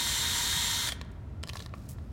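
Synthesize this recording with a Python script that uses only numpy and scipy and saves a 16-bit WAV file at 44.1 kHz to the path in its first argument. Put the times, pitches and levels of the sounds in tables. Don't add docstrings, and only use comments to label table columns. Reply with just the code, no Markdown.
import sys
import numpy as np
from scipy import signal
from scipy.fft import rfft, irfft, next_fast_len
from scipy.io import wavfile
from scipy.ndimage import map_coordinates

SR = 44100
rng = np.random.default_rng(int(sys.argv[2]) if len(sys.argv) > 2 else 0)


def persist_wave(psi):
    counts = np.round(np.clip(psi, -1, 1) * 32767).astype(np.int16)
    wavfile.write(sys.argv[1], SR, np.atleast_2d(counts).T)


N = 93492
TIME_S = np.arange(N) / SR
TOP_HZ = 16000

# time_s, speed_hz
MOTOR_SPEED = [(0, 414.5), (.07, 414.4), (.135, 410.3), (.2, 410.8), (.28, 414.5), (.355, 417),
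               (.415, 410.8), (.5, 413.3), (.605, 417.5), (.685, 412), (.75, 414), (.81, 418), (.86, 411),
               (.9, 385), (.96, 150)]
# time_s, gain_db
DRILL_GAIN = [(0, -32), (.1, -30.5), (.27, -31.5), (.4, -30.5), (.62, -31), (.75, -31.5), (.83, -32),
              (.885, -33.5), (.905, -41.5), (.935, -49), (.96, -66), (.99, -92), (1.02, -150)]
# time_s, load (about -1 running free, 1 cutting hard)
BIT_LOAD = [(0, 0.13), (.1, 0.68), (.175, 1.05), (.29, -.8), (.36, 1.26), (.41, 0.77), (.53, -0.45),
            (.66, 1.1), (.72, 0.67), (.78, -0.3), (.83, 0.49), (.88, -0.23)]
# speed_multiple, level_db, db_per_load
WHINE_ORDERS = [(2.332, -27, 2), (4.46, -19, -1), (5, -20, 0), (7, -24, 2), (9, -8.3, -2.5),
                (10.02, -11.8, -1), (12.17, -25, 0), (13.1, -23, 2), (15, -23, 2), (17.25, -22, 4),
                (18, -18, 6.5), (27, -27, 3)]
# freq_hz, density_db
RATTLE_SPECTRUM = [(150, -12), (480, -18), (700, -16), (1200, -9), (1950, -6), (2600, -11.5), (2900, -10.5),
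                   (3200, -0.5), (3800, -2.5), (4500, -4.5), (4950, -11), (5450, -5.5), (6400, -6),
                   (7600, -8), (8300, -8), (9600, -10.5), (10400, -13.5), (11200, -13), (13000, -15),
                   (16000, -20)]
# centre_hz, width_hz, level_db, db_per_load
HOUSING_MODES = [(947.5, 49, -18.5, 3.5), (1620, 120, -22.5, -10), (1933, 120, -24.5, 5),
                 (3240, 280, -20, 7.5), (5990, 310, -22.5, 8), (7120, 200, -23, 7.5), (7320, 170, -31, 3),
                 (10100, 210, -32, 10), (11650, 190, -27, 4)]
# freq_hz, density_db
RUMBLE_SPECTRUM = [(20, -52), (28, -25), (38, -16), (46, -7), (60, 0), (82, -1), (105, -4.5), (130, -6),
                   (165, -12), (230, -12.5), (300, -20), (450, -25.5), (600, -68), (1000, -82)]
# freq_hz, density_db
AIR_SPECTRUM = [(240, -25), (400, -6), (614, -2), (873, -9.5), (942, -8), (1200, -13), (1360, -7.5),
                (1540, -14.5), (4000, -26), (15500, -41)]
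# start_s, level_db, pitch_hz, t60_s
FLOOR_THUDS = [(0.563, -19.5, 147, 0.057), (.915, -32, 129, 0.091), (1.566, -30, 94.6, 0.18),
               (1.676, -28, 90, 0.15)]
# start_s, peak_db, t60_s
CHUCK_CLACKS = [(.8727, -22, 0.0072), (.8875, -21.5, 0.044), (0.9206, -24, 0.032)]
# centre_hz, width_hz, gain_db
CHUCK_MODES = [(717, 170, -3), (1790, 810, 0.5), (3150, 330, 3.5), (4100, 550, -6), (6400, 890, -13),
               (8950, 680, -5)]
# start_s, level_db, centre_hz, t60_s, ring_db
CONTACT_CLICKS = [(1.0135, -30.5, 3780, 0.017, -5), (1.048, -52, 4930, 0.015, -1),
                  (1.116, -55.5, 6940, 0.03, -38.5), (1.431, -32.5, 4330, .007, -33),
                  (1.4361, -25.5, 3820, 0.011, -10), (1.4558, -53, 5400, 0.012, -32),
                  (1.468, -48, 4600, .01, -27), (1.474, -34.5, 4750, 0.0089, -7),
                  (1.486, -34.5, 4600, 0.007, -9), (1.4926, -24.5, 3900, 0.0054, -16),
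                  (1.4963, -28.5, 3140, 0.012, -15), (1.534, -31, 4080, 0.0082, -7.5),
                  (1.5552, -32.5, 1060, 0.017, -7), (1.557, -37, 5500, 0.013, -31),
                  (1.569, -32.5, 3700, 0.022, -8), (1.5932, -36.5, 3540, 0.014, -11),
                  (1.603, -34.5, 3800, 0.022, -5.5), (1.6227, -38, 4270, 0.017, -27),
                  (1.6617, -31, 4160, 0.0077, -11.5), (1.692, -51, 4500, .015, -23),
                  (1.7387, -35, 1140, 0.02, -2.5), (1.89, -44, 8150, 0.014, -29),
                  (1.985, -55, 3400, .03, 5)]
# pitch_hz, level_db, t60_s
BOARD_MODES = [(666, -2, 0.028), (1015, -1, 0.028), (1147, -1, 0.03), (1370, -2, 0.018), (1750, 1.5, 0.023),
               (2300, -11, 0.03), (3580, -16, 0.019)]
# start_s, length_s, level_db, centre_hz
FLOOR_SLIDES = [(1.471, 0.1, -60, 5000), (1.529, 0.16, -55, 4240), (1.663, .14, -78, 5500),
                (1.737, 0.23, -66.5, 4800), (1.887, 0.068, -46.5, 8160), (1.923, 0.3, -74, 5060)]
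# freq_hz, t60_s
HALL_DECAY = [(150, 0.17), (1000, 1.62), (3500, 0.59), (7000, 0.37), (15000, 0.17)]


def amp(db):
    return 10 ** (np.asarray(db) / 20)


def decay(t, t60_s):
    return amp(-60 * t / t60_s)


def unit_rms(x):
    return x / np.sqrt(np.mean(x ** 2) + 1e-20)


def log_interp(rows, hz):
    freq_hz, values = np.transpose(rows)
    return np.interp(np.log(hz + 1), np.log(freq_hz + 1), values)


def curve(rows):
    return np.interp(TIME_S, *np.transpose(rows))


def wobble(knots_per_s):
    return map_coordinates(rng.standard_normal(8192), [TIME_S * knots_per_s], mode="wrap")


def filtered(x, response):
    size = next_fast_len(len(x) + 8192)
    return irfft(rfft(x, size) * response(np.fft.rfftfreq(size, 1 / SR)), size)[:len(x)]


def coloured(x, spectrum):
    return unit_rms(filtered(x, lambda f: amp(log_interp(spectrum, f))))


def resonate(x, hz, width_hz):
    return filtered(x, lambda f: 1j * f * width_hz / (hz * hz - f * f + 1j * f * width_hz))


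def resonate_twice(x, hz, width_hz):
    return resonate(resonate(x, hz, 2 * width_hz), hz, 2 * width_hz)


def add(track, start_s, sound):
    part = track[round(start_s * SR):][:len(sound)]
    part += sound[:len(part)]


def drill(jitter_hz=0.6, flutter_db=1.8, pulse_depth=0.56, chips_per_s=790):
    load = curve(BIT_LOAD)
    speed_hz = curve(MOTOR_SPEED) + jitter_hz * wobble(148.7)
    angle_rad = 2 * np.pi * np.cumsum(speed_hz) / SR
    whine = np.zeros(N)
    for multiple, level_db, db_per_load in WHINE_ORDERS:
        tone_rms = amp(level_db + db_per_load * load + flutter_db * wobble(70))
        whine += tone_rms * np.sqrt(2) * np.sin(multiple * angle_rad)
    gears = unit_rms(rng.standard_normal(N) * (1 + pulse_depth * np.cos(angle_rad)))
    chip_hits = (rng.random(N) < chips_per_s / SR) * rng.choice([-1, 1], N)
    chips = unit_rms(chip_hits * amp(rng.normal(0, 0.5, N)))
    rattle = amp(-1) * coloured(gears + amp(-13.5) * chips, RATTLE_SPECTRUM)
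    housing = np.zeros(N)
    for hz, width_hz, level_db, db_per_load in HOUSING_MODES:
        mode = unit_rms(resonate_twice(rng.standard_normal(N), hz, width_hz))
        housing += amp(level_db + db_per_load * load) * mode
    return amp(curve(DRILL_GAIN)) * (whine + rattle + housing)


def ventilation(rumble_db=-41.5, air_db=-59.5):
    rumble = coloured(rng.standard_normal(N), RUMBLE_SPECTRUM)
    air = coloured(rng.standard_normal(N), AIR_SPECTRUM)
    return amp(rumble_db) * rumble + amp(air_db) * air


def floor_thuds(rise_s=0.0077):
    out = np.zeros(N)
    attack = 1 - np.exp(-TIME_S / rise_s)
    for start_s, level_db, pitch_hz, t60_s in FLOOR_THUDS:
        envelope = amp(level_db) * attack * decay(TIME_S, t60_s)
        add(out, start_s, envelope * np.sin(2 * np.pi * pitch_hz * TIME_S))
    return out


def chuck_clacks():
    out, t = np.zeros(N), TIME_S[:SR // 8]
    for start_s, peak_db, t60_s in CHUCK_CLACKS:
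        chatter = rng.standard_normal(len(t)) * decay(t, t60_s)
        ring = sum(amp(db) * resonate_twice(chatter, hz, width_hz) for hz, width_hz, db in CHUCK_MODES)
        add(out, start_s, amp(peak_db) * ring / abs(ring).max())
    return out


def board_ring(t, spread_db=2.5, detune=0.015):
    ring = np.zeros(len(t))
    for pitch_hz, level_db, t60_s in BOARD_MODES:
        envelope = amp(level_db + rng.normal(0, spread_db)) * decay(t, t60_s)
        hz = pitch_hz * (1 + detune * rng.normal())
        ring += envelope * np.sin(2 * np.pi * hz * t)
    return ring


def contact_clicks(attack_s=0.0001, body_q=2.8, crack_db=-9, crack_t60_s=0.0015):
    out, t = np.zeros(N), TIME_S[:SR // 8]
    attack = 1 - np.exp(-t / attack_s)
    for start_s, level_db, centre_hz, t60_s, ring_db in CONTACT_CLICKS:
        lowpass = signal.butter(2, min(2.33 * centre_hz, TOP_HZ), fs=SR, output="sos")
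        burst = signal.sosfilt(lowpass, rng.standard_normal(len(t)) * attack * decay(t, t60_s))
        body = resonate(burst, centre_hz, centre_hz / body_q)
        crack = resonate(burst * decay(t, crack_t60_s), 3 * centre_hz, 6 * centre_hz)
        ring = amp(ring_db - 6) * board_ring(t)
        click = body / abs(body).max() + amp(crack_db) * crack / abs(crack).max() + ring
        add(out, start_s, amp(level_db) * click)
    return out


def floor_slides(rise_s=0.004, fall_s=0.093, grain_db=3, grit_per_s=870, grit_db=-10):
    out = np.zeros(N)
    for start_s, length_s, level_db, centre_hz in FLOOR_SLIDES:
        fade_in = np.clip((TIME_S - start_s) / rise_s, 0, 1)
        fade_out = np.clip((start_s + length_s - TIME_S) / fall_s, 0, 1)
        friction = rng.standard_normal(N) * amp(grain_db * wobble(400))
        grit = unit_rms((rng.random(N) < grit_per_s / SR) * rng.standard_normal(N))
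        scuff = resonate(friction + amp(grit_db) * grit, centre_hz, width_hz=centre_hz)
        out += amp(level_db) * fade_in * fade_out * unit_rms(scuff)
    return out


def hall_reverb(x, near_db, near_t60_s=0.051, tail_db=-18.5):
    hz, t, spectrum = signal.stft(rng.standard_normal(N), SR, nperseg=256)
    t60_s = log_interp(HALL_DECAY, hz)[:, None]
    tail = signal.istft(spectrum * decay(t, t60_s), SR, nperseg=256)[1]
    near = rng.standard_normal(len(tail)) * decay(np.arange(len(tail)) / SR, near_t60_s)
    response = amp(tail_db) * tail / np.linalg.norm(tail) + amp(near_db) * near / np.linalg.norm(near)
    return signal.fftconvolve(x, response)[:N]


def scene():
    tool = drill() + chuck_clacks()
    floor = floor_thuds() + contact_clicks() + floor_slides()
    reverb = hall_reverb(tool, near_db=-25) + hall_reverb(floor, near_db=-15)
    return np.tile(tool + floor + reverb + ventilation(), (2, 1))


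def record(dry):
    return np.array([filtered(channel, lambda f: f < TOP_HZ) for channel in dry])


dry = scene()
out = record(dry)
persist_wave(out)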